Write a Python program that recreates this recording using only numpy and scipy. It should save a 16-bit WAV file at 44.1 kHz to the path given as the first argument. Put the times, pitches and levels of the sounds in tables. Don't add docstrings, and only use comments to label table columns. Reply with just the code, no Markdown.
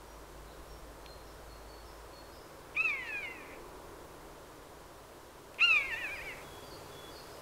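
import sys
import numpy as np
from scipy import signal
from scipy.fft import rfft, irfft, next_fast_len
from scipy.io import wavfile
from scipy.ndimage import uniform_filter1d

SR = 44100
rng = np.random.default_rng(int(sys.argv[2]) if len(sys.argv) > 2 else 0)


def dump(signal):
    limited = np.clip(np.atleast_2d(signal).T, -1, 1)
    pcm = np.round(limited * 32767).astype(np.int16)
    wavfile.write(sys.argv[1], SR, pcm)


N = 326781
TIME = np.arange(N) / SR


def from_db(db):
    return 10 ** (np.asarray(db) / 20)


def unit_power(x):
    return x / np.sqrt(np.mean(x ** 2) + 1e-20)


def curve(points, t=TIME):
    return np.interp(t, *np.transpose(points))


def gain_at(spectrum, hz):
    points, db = np.transpose(spectrum)
    return from_db(np.interp(np.log(hz + 1e-9), np.log(points), db))


def colour(x, spectrum):
    size = next_fast_len(len(x))
    hz = np.arange(size // 2 + 1) * SR / size
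    return unit_power(irfft(rfft(x, size) * gain_at(spectrum, hz), size)[:len(x)])


def drift(rate, size=N):
    position = np.arange(size) / SR * rate
    return unit_power(np.interp(position, np.arange(8192), rng.standard_normal(8192)))


def hump(t, s, half_width):
    return np.exp(-((t - s) / half_width) ** 2)


def swelling(swells, base_db):
    return from_db(base_db + sum(db * hump(TIME, s, half_width) for s, half_width, db in swells))


def resonate(x, hz, width_hz):
    r = np.exp(-np.pi * width_hz / SR)
    return signal.lfilter([.5, 0, -.5], [1, -2 * r * np.cos(2 * np.pi * hz / SR), r * r], x + 1e-18)


def scatter(x, t60, build_s):
    t = np.arange(2 * SR) / SR
    tail = rng.standard_normal(len(t)) * from_db(-60 * t / t60) * (1 - np.exp(-(t / build_s) ** 2))
    return signal.fftconvolve(x, tail / np.sqrt(np.sum(tail ** 2)))[:N]


# (f/Hz, relative level/dB)
WIND_SPECTRUM = [(15, -1), (28, 1.5), (60, 1.5), (100, -20), (170, -11), (300, -42)]
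# (t/s, half width/s, rise/dB)
GUSTS = [(.65, 0.42, 9), (3.902, 0.58, 8), (5.997, 0.34, 7)]

def wind():
    return swelling(GUSTS, base_db=-66) * colour(rng.standard_normal(N), WIND_SPECTRUM)


# (f/Hz, relative level/dB)
TRAFFIC_SPECTRUM = [(190, -12), (260, -5.5), (330, 1), (420, -1.5), (560, -5.5), (750, -16), (1000, -3),
                    (1300, -16), (2500, -39.5)]
# (t/s, half width/s, rise/dB)
TRAFFIC_SWELLS = [(3.557, 0.61, 5), (6.542, 0.94, 3)]

def traffic():
    return swelling(TRAFFIC_SWELLS, base_db=-57) * colour(rng.standard_normal(N), TRAFFIC_SPECTRUM)


# (f/Hz, relative level/dB)
MURMUR_SPECTRUM = [(100, -1.5), (200, -12), (300, -8.5), (400, -2.5), (560, 2.5), (750, -2), (1050, -3.5),
                   (1400, -5), (2000, -12), (3000, -20.5), (6000, -27)]
# (t/s, level/dB)
MURMUR_LEVEL = [(0, -55), (2.6, -54), (4.0, -54), (5.5, -56.5), (5.75, -51), (6.1, -50.5), (6.7, -52.5),
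                (7.41, -52)]

def countryside():
    return from_db(curve(MURMUR_LEVEL)) * colour(rng.standard_normal(N), MURMUR_SPECTRUM)


# (f/Hz, relative level/dB)
HISS_SPECTRUM = [(500, -8), (3000, 4), (5000, 2), (8000, 0), (12000, -3), (16000, -8.5)]

def microphone_hiss(base_db=-62.5, step_db=4, step_at_s=5.55, rise_s=.13):
    step = np.clip((TIME - step_at_s) / rise_s, 0, 1)
    return from_db(base_db + step_db * step) * colour(rng.standard_normal(N), HISS_SPECTRUM)


# (order of the firing rate, relative level/dB)
ENGINE_ORDERS = [(3, -72), (4, -76), (5, -71.5), (6, -89.5), (7, -75), (8, -68), (14, -75.5), (18, -82),
                 (22, -70.5)]
# (t/s, half width/s, rise/dB)
ENGINE_SWELLS = [(.9, 0.72, 4.5), (2.5, .7, 5), (4.6, 0.69, 3.5), (6.8, 0.76, 9.5)]

def far_engine(firing_hz=18.66):
    phase = 2 * np.pi * np.cumsum(firing_hz * (1 + .00212 * drift(1.665))) / SR
    lines = sum(from_db(db + 1.7 * drift(2.93)) * np.sin(round(order) * phase + rng.uniform(0, 2 * np.pi))
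                for order, db in ENGINE_ORDERS)
    return np.sqrt(2) * swelling(ENGINE_SWELLS, base_db=-3) * lines


def low_drone(hz=53.1, start_db=-56, fade_at_s=1.88, fade_db_per_s=19):
    level_db = start_db - fade_db_per_s * np.maximum(TIME - fade_at_s, 0) + .3 * drift(5.1)
    phase = 2 * np.pi * np.cumsum(hz * (1 + .0077 * drift(2))) / SR
    return np.sqrt(2) * from_db(level_db) * np.sin(phase)


# (t/s, length/s, f/Hz, level/dB)
WHISTLES = [(0.068, .07, 5680, -69), (0.236, 0.082, 5700, -80), (.677, .084, 5500, -66),
            (1.039, 0.15, 4176, -60), (1.483, .1, 4280, -63), (1.681, 0.097, 4410, -60),
            (2.127, 0.1, 4320, -60), (6.13, .08, 4860, -62), (6.407, 0.26, 3357, -62.5),
            (6.617, 0.23, 4700, -62), (6.705, 0.061, 4300, -59), (6.893, 0.23, 3400, -60),
            (7.148, 0.083, 4310, -58)]
# (t/s, f/Hz, level/dB)
BUZZES = [(.46, 3870, -69), (1.242, 5290, -68.5), (1.837, 5280, -65), (2.31, 5100, -64.5),
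          (7.105, 4750, -60.5), (7.288, 4950, -64.5)]

def small_birds(scoop_hz=139, scoop_s=.0247, whistle_waver_hz=22.6, buzz_waver_hz=200, buzz_s=.11):
    out = np.zeros(N)
    notes = [(s, length, hz, db, whistle_waver_hz) for s, length, hz, db in WHISTLES]
    notes += [(s, buzz_s, hz, db, buzz_waver_hz) for s, hz, db in BUZZES]
    for s, length, note_hz, db, waver_hz in notes:
        size, at = int(length * SR), int(s * SR)
        progress = np.linspace(0, 1, size)
        hz = note_hz + scoop_hz * np.exp(-progress * length / scoop_s) + waver_hz * drift(473, size)
        swell = np.sqrt(8 * progress * (1 - progress))
        note = from_db(db + 1.5 * drift(50, size)) * swell * np.sin(2 * np.pi * np.cumsum(hz) / SR)
        out[at:at + size] += note[:N - at]
    return out + from_db(-2.5) * scatter(out, t60=.7, build_s=.015)


# (t/s, relative level/dB)
TICKS = [(1.062, -36), (5.544, -34)]

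def ticks(decay_s=.00089):
    bursts = sum(from_db(db) * (TIME >= s) * np.exp(-abs(TIME - s) / decay_s) for s, db in TICKS)
    return .25 * resonate(bursts * rng.standard_normal(N), hz=2760, width_hz=890)


# (start t/s, end t/s, starting level/dB, ending level/dB)
CREAKS = [(2.747, 2.768, -44, -33), (5.585, 5.611, -36, -21)]

def creaks(first_gap_s=.0039, last_gap_s=.0026, snap_s=.00033, snap_hz=2480):
    clicks = np.zeros(N)
    for start, end, first_db, last_db in CREAKS:
        s = start
        while s < end:
            progress = (s - start) / (end - start)
            clicks[int(s * SR)] = from_db(first_db + progress * (last_db - first_db))
            s += (first_gap_s + progress * (last_gap_s - first_gap_s)) * rng.uniform(.93, 1.07)
    t = np.arange(SR // 200) / SR
    snap = (t / snap_s) ** 2 * np.exp(-t / snap_s) * np.sin(2 * np.pi * snap_hz * t)
    return signal.fftconvolve(clicks, snap / np.max(abs(snap)))[:N]


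CLEAR_HZ = 1360
# (t/s, half width/s, added period doubling, added rasp, overtone lift/dB)
CRACKS = [(2.893, .022, 0.11, .12, 5), (2.968, 0.026, 0.44, 0.2, -3), (3.065, .03, 0.34, 0.4, 8.5),
          (3.225, 0.023, 0, 0, 5), (5.765, 0.023, 0.03, .02, 1.5), (5.845, 0.028, 0.95, 0, -2),
          (5.993, .022, 1, .18, -5), (6.25, 0.018, 0.6, .4, -2)]

def syrinx_controls(t, pitch, loudness, glide_s=.02, sag_hz_per_s=560, dissolve_s=.047):
    caught_s, spent_s = pitch[0][0], pitch[-1][0]
    hz = uniform_filter1d(curve(pitch, t), int(glide_s * SR))
    hz -= sag_hz_per_s * np.maximum(t - spent_s, 0)
    hoarse = np.clip((t - spent_s) / dissolve_s + .5, 0, 1)
    octaves_down = np.maximum(np.log2(CLEAR_HZ / hz), 0)
    onset = np.exp(-np.maximum(t - caught_s, 0) / .01)
    rasp = .032 + .27 * octaves_down + .26 * onset
    doubling = .017 + .3 * hoarse
    level_db = curve(loudness, t)
    lift_db = .45 * (uniform_filter1d(level_db, int(.13 * SR)) - level_db)
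    for s, half_width, crack_doubling, crack_rasp, crack_db in CRACKS:
        crack = hump(t, s, half_width)
        doubling += crack_doubling * crack
        rasp += crack_rasp * crack
        lift_db += crack_db * crack
    rasp += (1 - rasp) * hoarse
    return hz, level_db, np.clip(doubling, 0, 1), np.clip(rasp, 0, 1), lift_db


# (f/Hz, relative level/dB)
THROAT = [(550, -41), (1000, -8), (1380, -13.5), (1780, 2.5), (2130, 6.5), (2550, 6), (2900, -3),
          (3130, -16), (3900, -19), (4350, -23), (4900, -33.5), (5700, -33.5), (7000, -40.5), (8800, -54),
          (12000, -67)]

def mew(pitch, loudness, bright_db, flutter_db=1.65, breath=.44, fade_s=.011):
    span = (TIME > loudness[0][0] - .005) & (TIME < loudness[-1][0] + .01)
    t = TIME[span]
    size = len(t)
    hz, level_db, doubling, rasp, lift_db = syrinx_controls(t, pitch, loudness)
    overtone_db = bright_db + lift_db
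    wobble = .003 * drift(150, size) + .014 * rasp * drift(600, size)
    phase = 2 * np.pi * np.cumsum(hz * (1 + wobble)) / SR
    multiples = np.arange(2, 21)[:, None] / 2
    partial_hz = multiples * hz
    above_throat = np.clip((partial_hz - 3000) / 400, 0, 1)
    halfway = np.minimum(doubling * (1 + 3 * above_throat), 1)
    weights = gain_at(THROAT, partial_hz) * np.where(multiples % 1 == 0, 1, halfway)
    flicker_db = np.array([2.5 * drift(45, size) + 2.5 * drift(260, size) for _ in multiples])
    press_db = 2 * np.log2(hz / CLEAR_HZ) + 4 * np.log2(partial_hz / 4500)
    weights *= from_db(above_throat * (overtone_db + press_db + flicker_db))
    tone = np.sum(weights * np.sin(multiples * phase), axis=0) / np.sqrt(np.sum(weights ** 2, axis=0) / 2)
    puffs = rng.standard_normal(size) * (1 + np.cos(phase / 2)) * from_db(1.6 * drift(240, size))
    noise = unit_power(resonate(colour(puffs, THROAT), 1800, 1300))
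    scratch = from_db(overtone_db - 32) * unit_power(resonate(resonate(puffs, 3900, 3000), 4200, 4500))
    voice = np.sqrt(1 - rasp ** 2) * tone + breath * rasp * noise + scratch
    fade = np.clip(np.minimum(t - t[0], t[-1] - t) / fade_s, 0, 1)
    out = np.zeros(N)
    out[span] = voice * fade * from_db(level_db + flutter_db * drift(114.3, size))
    return out


# (t/s, f/Hz)
PITCH_SLIDING = [(2.765, 1135), (2.787, 1277), (2.801, 1273), (2.827, 1355), (2.847, 1341), (2.933, 1115),
                 (3.131, 840), (3.201, 799), (3.271, 696), (3.323, 684), (3.43, 582.9)]
# (t/s, f/Hz)
PITCH_QUAVERING = [(5.605, 1175), (5.631, 1376), (5.659, 1418), (5.825, 1086), (5.889, 1055), (5.929, 893),
                   (5.957, 889), (5.993, 1004), (6.009, 968.2), (6.097, 735.5), (6.119, 812), (6.147, 806),
                   (6.177, 644.4), (6.205, 589), (6.231, 794), (6.271, 779), (6.315, 662)]
# (t/s, level/dB)
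MEW_LEVELS = [
    [(2.764, -39.5), (2.774, -31.5), (2.808, -28), (2.832, -44), (2.85, -29.5), (3.07, -46), (3.092, -37.5),
     (3.122, -43), (3.158, -38), (3.214, -44.5), (3.25, -41), (3.368, -54), (3.554, -46.5), (3.61, -71)],
    [(5.604, -28.5), (5.626, -23), (5.658, -27.5), (5.72, -24), (5.784, -28.5), (5.794, -34.5),
     (5.888, -42.5), (5.938, -35), (5.992, -42), (6.042, -36), (6.082, -42), (6.242, -46), (6.278, -39.5),
     (6.43, -55)],
]

def buzzard():
    first = mew(PITCH_SLIDING, MEW_LEVELS[0], bright_db=1.0)
    second = mew(PITCH_QUAVERING, MEW_LEVELS[1], bright_db=2.7)
    direct = first + second + creaks()
    middle = .28 * resonate(direct, hz=1660, width_hz=2200)
    return direct + from_db(-13) * scatter(middle, t60=.77, build_s=.013)


def scene():
    background = wind() + traffic() + countryside() + microphone_hiss() + far_engine() + low_drone()
    return (background + buzzard() + small_birds() + ticks())[None]


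def record(dry, cutoff_hz=15700):
    return signal.sosfilt(signal.ellip(12, .1, 70, cutoff_hz, fs=SR, output="sos"), dry)


dry = scene()
out = record(dry)
dump(out)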